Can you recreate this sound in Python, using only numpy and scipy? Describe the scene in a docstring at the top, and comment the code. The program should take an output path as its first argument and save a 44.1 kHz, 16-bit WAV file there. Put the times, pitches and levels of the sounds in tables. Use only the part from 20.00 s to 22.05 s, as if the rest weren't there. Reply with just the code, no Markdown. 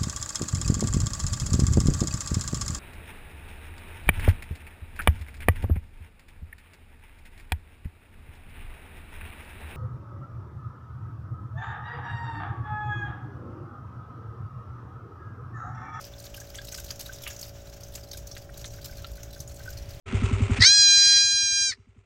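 """Open air, with trees around: a goat kid, close by, gives one long high bleat over a one-cylinder engine.
The bleat sums harmonics and noise through a changing throat response: a rasping start, a clean held note
that turns rough for a moment as its period triples, and a rasping drop. The engine is a train of decaying
resonances with hiss and clatter; shaped noise makes brushing cloth, throat pops and a faint echo.
The bleat drives the recorder's gain control down, and the engine stays faint from then on."""
import sys
import numpy as np
from scipy import signal
from scipy.fft import rfft, irfft, next_fast_len
from scipy.io import wavfile
from scipy.ndimage import uniform_filter1d, map_coordinates

SR = 44100
rng = np.random.default_rng(int(sys.argv[2]) if len(sys.argv) > 2 else 0)


def materialize(psi):
    """Save the field psi as 16-bit PCM at rate SR to the path in sys.argv[1].

    A 1-D psi becomes a single channel; in a 2-D psi each row is a channel.
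    """
    bounded = np.clip(np.atleast_2d(psi).T, -1, 1)
    quanta = np.round(bounded * 32767).astype(np.int16)
    wavfile.write(sys.argv[1], SR, quanta)


N = 90404  # length in samples


def amp(db):
    """Decibel law: a level in dB as an amplitude ratio."""
    return 10 ** (np.asarray(db) / 20)


def unit(x):
    """Normalisation: x scaled to an rms of 1."""
    return x / np.sqrt(np.mean(x ** 2) + 1e-20)


def clock():
    """Sampling: the time of each sample in seconds."""
    return np.arange(N) / SR


def curve(rows):
    """Linear interpolation: (time_s, value) rows as one value per sample."""
    return np.interp(clock(), *np.transpose(rows))


def along(points, hz):
    """Logarithmic frequency scale: (frequency_hz, value) points interpolated at hz."""
    f, v = np.transpose(points)
    return np.interp(np.log(hz + 1), np.log(f), v)


def wobble(rate):
    """Band-limited fluctuation: a smooth random curve with rate knots a second."""
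    knots = rng.standard_normal(int(N * rate / SR) + 4)
    return map_coordinates(knots, [clock() * rate])


def filtered(x, response):
    """Linear filtering: the spectrum of x times a response of frequency."""
    m = next_fast_len(N + SR // 2)
    return irfft(rfft(x, m) * response(np.fft.rfftfreq(m, 1 / SR)), m)[:N]


def noise(*spectra):
    """Spectral shaping: white noise coloured by the summed dB spectra, with an rms of 1."""
    white = rng.standard_normal(N)
    return unit(filtered(white, lambda hz: amp(sum(along(s, hz) for s in spectra))))


def decay(age, t60, attack):
    """Exponential decay: a soft start, then a fall of 60 dB in t60 seconds."""
    age = np.maximum(age, 0)
    return 1e-3 ** (age / t60) * (1 - np.exp(-age / attack)) ** 2


# exhaust resonances rung by each cycle: delay_s, frequency_hz, level_db, t60_s, attack_s
EXHAUST_MODES = [(-.0003, 235, -10.5, 0.062, 0.0044), (.0075, 55.8, -20.5, 0.26, 0.0062),
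                 (.0165, 98, -12, 0.16, 0.0014), (.012, 394, -30, 0.2, 0.0056)]
# mechanical knocks in each cycle: delay_s, level_db, t60_s
ENGINE_KNOCKS = [(.024, -41.5, 0.099), (.076, -46, .07)]
# response of the engine's casing: frequency_hz, level_db
CASING_RESPONSE = [(60, 4.5), (320, -9), (395, 11.5), (470, -2), (740, -5.5), (1030, -3), (1200, -4),
                   (1310, 3), (1450, -5), (1750, -8), (2100, -1), (2650, -3.5), (3700, -14), (5000, -21.5),
                   (7200, -19.5), (9200, -25)]
# colour of the exhaust hiss: frequency_hz, level_db
HISS_SPECTRUM = [(1000, -20), (3000, -6.5), (5500, -10.5), (7200, 2), (9200, -7.5)]
# colour of the steady low rumble: frequency_hz, level_db
RUMBLE_SPECTRUM = [(20, -11.5), (60, -6.5), (100, -0.5), (150, -18), (250, -15.5), (300, -34.5),
                   (500, -42), (2000, -93)]
FIRST_FIRING_S, CYCLE_S = .1275, .0917
HISS_DELAY_S, HISS_T60_S = 0.014, 0.26
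CLATTER_DB, HISS_DB, RUMBLE_DB = -39, -44.5, -36
CLATTER_GRAIN_DB = 3  # random level flutter of the clatter


def engine():
    """Impulse excitation of resonators: each firing rings the exhaust, hisses and knocks the casing."""
    t = clock()
    thump, knock, hiss = np.zeros((3, N))
    for firing_s in np.arange(FIRST_FIRING_S, N / SR, CYCLE_S):
        for delay_s, hz, db, t60, attack in EXHAUST_MODES:
            age = t - firing_s - delay_s
            strength = amp(db + rng.normal(0, 0.63))
            thump += strength * decay(age, t60, attack) * np.sin(2 * np.pi * hz * age)
        for delay_s, db, t60 in ENGINE_KNOCKS:
            knock += amp(db + rng.normal(0, 0.58)) * decay(t - firing_s - delay_s, t60, .002)
        hiss += amp(rng.normal(0, 1.6)) * decay(t - firing_s - HISS_DELAY_S, HISS_T60_S, 0.0014)
    rumble = amp(RUMBLE_DB) * noise(RUMBLE_SPECTRUM)
    grain = amp(CLATTER_GRAIN_DB * wobble(260))
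    clatter = (amp(CLATTER_DB) + knock) * grain * noise(CASING_RESPONSE)
    return thump + rumble + clatter + amp(HISS_DB) * hiss * noise(HISS_SPECTRUM)


# cloth brushes as the kid is held: centre_s, level_db, half_length_s
CLOTH_BRUSHES = [(0.26, -33, 0.0057), (.574, -30, 0.012)]
# colour of the rubbing fabric: frequency_hz, level_db
CLOTH_SPECTRUM = [(200, -16), (600, 1), (1000, -4.5), (2500, 5), (4000, -10.5), (9000, -14.5)]


def cloth():
    """Friction noise: brief brushes of fabric as coloured noise under Gaussian envelopes."""
    t = clock()
    envelope = sum(amp(db) * np.exp(-((t - centre_s) / width_s) ** 2)
                   for centre_s, db, width_s in CLOTH_BRUSHES)
    return noise(CLOTH_SPECTRUM) * envelope


# the bleat's fundamental: time_s, pitch_hz
BLEAT_PITCH = [(.6, 588), (.62, 641.8), (.64, 702.3), (.66, 768), (.68, 796.5), (.7, 810.5), (.742, 826.5),
               (.81, 817), (.905, 804.3), (.99, 810.2), (1.24, 810.3), (1.45, 807), (1.52, 801.3),
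               (1.56, 804.8), (1.65, 801.8), (1.697, 784), (1.712, 735), (1.73, 603)]
# the bleat's loudness before the gain control: time_s, level_db
BLEAT_EFFORT = [(.596, -40), (.606, -30), (.615, -21), (.622, -8), (.646, -6), (.675, 10.5), (.715, 11),
                (.76, 9), (.81, 11.5), (.95, 12.5), (1.18, 13.5), (1.28, 9), (1.38, 9), (1.5, 7.5),
                (1.63, 9.5), (1.695, 6.5), (1.715, 0), (1.731, -6), (1.741, -17.5), (1.757, -30),
                (1.775, -50)]
# noise in the voice against the tone: time_s, level_db
RASP_LEVEL = [(.6, -1.5), (.626, -3.5), (.645, -6), (.66, -9.5), (.68, -13.5), (.72, -33), (.78, -53.5),
              (.95, -47.5), (1.0, -23.5), (1.14, -24.5), (1.27, -50), (1.64, -50), (1.69, -20.5),
              (1.718, -2), (1.745, 4)]
# the throat's shape (0 mouth half shut, 1 opening, 2 wide open, 3 wide and tiring): time_s, shape
MOUTH_SHAPE = [(.642, 0), (.664, 1.5), (.682, 1), (.73, 2), (1.15, 2), (1.45, 3), (1.7, 3), (1.722, 0)]
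# the throat's response: frequency_hz, half_shut_db, opening_db, wide_db, tiring_db
THROAT_RESPONSE = [(450, -36, -44, -43, -60.5), (820, -34, -40.5, -38.5, -39.5),
                   (1220, -25, -37.5, -35, -29), (1535, -8.5, -14, -13, -10), (1924, 6, -6.5, -8, -7),
                   (2427, -6, -13.5, -13, -8.5), (2630, -25, -27, -37.5, -37.5),
                   (3228, -10.5, -13, -11.5, -11), (3590, -11, -13, -20.5, -21), (4037, 1, -0.5, 0.5, 0),
                   (4300, 0, 3, 1.5, 4), (4700, -4, -5, -2, -1), (5810, -13, -2, -3.5, -1.5),
                   (6370, -14, 0.5, -4, 2), (7110, -19, -27, -17.5, -1), (7240, -18.5, -22.5, -16, -13),
                   (8300, -25.5, -31.5, -16, -15.5), (8882, -23.5, -18, -23.5, -17),
                   (9700, -34, -39, -57, -58.5)]
# the rasp's own colour before the throat: frequency_hz, level_db
TURBULENCE_SPECTRUM = [(500, 12.5), (1200, -2), (1900, -2), (2700, -8), (3700, -6.5), (4500, 2.5),
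                       (5700, 3), (6600, -4), (8500, 6)]
WAVER, JITTER = 0.00049, 0.0014  # slow and quick pitch scatter, as fractions of the pitch
JITTER_RASP = 0.0456  # further pitch scatter as the rasp grows
SHIMMER_DB, FLUTTER_DB = 0.2234, 0.16  # slow and quick level drift, per harmonic number
TRIPLE_START_S, TRIPLE_END_S = 0.98, 1.185
TRIPLE_RISE_S, TRIPLE_FALL_S = 0.026, 0.13  # time for each 20 dB of rise or fall
TRIPLE_DB, TRIPLE_SWAY_DB = -23, 2.5  # level of the roughness, and its coming and going
SHUDDER_DB, SHUDDER_RATE = 2.5, 240  # uneven bursts of the rasping voice, in dB and knots a second


def goat():
    """Source-filter principle: fold harmonics, period tripling and rasp through a changing throat."""
    t, pitch = clock(), curve(BLEAT_PITCH)
    rasp, mouth = amp(curve(RASP_LEVEL)), curve(MOUTH_SHAPE)
    rasp_share = np.minimum(rasp, 1)
    scatter = WAVER * wobble(25) + JITTER * wobble(70) + JITTER_RASP * rasp_share * wobble(600)
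    phase = 2 * np.pi * np.cumsum(pitch * (1 + scatter)) / SR

    # neighbouring throat shapes are crossfaded in dB
    frequency_hz, *columns = np.transpose(THROAT_RESPONSE)
    shapes = [list(zip(frequency_hz, column)) for column in columns]
    shares = [np.maximum(1 - abs(mouth - i), 0) for i in range(len(shapes))]

    def throat(hz):
        """Vocal tract resonance: the throat's gain at a moving frequency."""
        return amp(sum(share * along(shape, hz) for share, shape in zip(shares, shapes)))

    tone, power, tripled = 0, 0, 0
    for k in range(1, 16):
        drift_db = k * (SHIMMER_DB * wobble(14) + FLUTTER_DB * wobble(70))
        gain = throat(k * pitch) * amp(drift_db)
        tone = tone + gain * np.cos(k * phase - .12 * k * k)
        power = power + gain ** 2 / 2

    # a tripled period adds partials at the thirds between harmonics
    for third in range(4, 35):
        if third % 3:
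            k = third / 3
            gain = throat(k * pitch) * amp(2.5 * wobble(14))
            tripled = tripled + gain * np.cos(k * phase + .45 * wobble(55))
    before = np.maximum(TRIPLE_START_S - t, 0) / TRIPLE_RISE_S
    after = np.maximum(t - TRIPLE_END_S, 0) / TRIPLE_FALL_S
    triple_db = TRIPLE_DB - 20 * (before + after) + TRIPLE_SWAY_DB * wobble(25)
    voiced = (tone + amp(triple_db) * tripled) / np.sqrt(power)

    # turbulent air pulses with the vocal folds
    air = sum(share * noise(shape, TURBULENCE_SPECTRUM) for share, shape in zip(shares, shapes))
    air = air * (1 + .45 * np.cos(phase)) * amp(3.2 * wobble(170))
    voice = (voiced + rasp * air) / np.sqrt(1 + rasp ** 2)
    shudder = amp(SHUDDER_DB * rasp_share * wobble(SHUDDER_RATE))
    sounding = (t > BLEAT_EFFORT[0][0]) * (t < BLEAT_EFFORT[-1][0])
    return shudder * amp(curve(BLEAT_EFFORT)) * sounding * voice


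# the glottis pops as it catches and lets go, before the gain control: start_s, level_db
GLOTTAL_POPS = [(0.607, -11), (1.7487, -19)]
POP_HZ, POP_T60_S = 4820, .022


def pops():
    """Transient excitation of a resonance: short puffs of noise peaked around one throat frequency."""
    white = rng.standard_normal(N)
    ring = unit(filtered(white, lambda hz: 1 / (1 + ((hz - POP_HZ) / 350) ** 2)))
    return ring * sum(amp(db) * decay(clock() - start_s, POP_T60_S, 0.00038)
                      for start_s, db in GLOTTAL_POPS)


ECHO_DB, ECHO_T60_S = -49.5, .7


def trees(bleat):
    """Diffuse reverberation: the trees answer faintly, as convolution with decaying noise."""
    tail = rng.standard_normal(N) * decay(clock(), ECHO_T60_S, .02)
    echo = signal.fftconvolve(bleat, tail / np.linalg.norm(tail))[:N]
    return amp(ECHO_DB) * echo


def scene():
    """Superposition: the engine, cloth, bleat and echo add in the open air."""
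    bleat = goat() + pops()
    return (engine() + cloth() + bleat + trees(bleat))[None]


OPEN_S, FADE_S = .057, 0.028  # the microphone fades in
LIMIT_DB, ATTACK_S, CREEP_DB_PER_S = -13.5, 0.0058, 4  # gain control
CLIP_LEVEL = .88  # soft saturation, as amplitude
LOW_CUT_HZ, TOP_HZ = 15, 9400


def record(dry):
    """Gain compression without release: loud sound cuts the gain, which creeps lower and stays down."""
    x = dry[0] * np.clip((clock() - OPEN_S) / FADE_S, 0, 1)
    power = abs(uniform_filter1d(x * x, size=700))
    over_db = np.maximum(10 * np.log10(power + 1e-12) - LIMIT_DB, 0)
    creep_db = CREEP_DB_PER_S * np.cumsum(over_db > 0) / SR
    wanted_db = np.maximum.accumulate(over_db) + creep_db
    pole = np.exp(-1 / (ATTACK_S * SR))
    cut_db = signal.lfilter([1 - pole], [1, -pole], wanted_db)
    x = x * amp(-cut_db)
    x = x / (1 + (x / CLIP_LEVEL) ** 10) ** (1 / 10)

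    def band(hz):
        """Band limiting: a gentle low cut and a very steep top."""
        return hz ** 3 / (hz ** 3 + LOW_CUT_HZ ** 3) / (1 + (hz / TOP_HZ) ** 70)

    return filtered(x, band)[None]


dry = scene()
out = record(dry)
materialize(out)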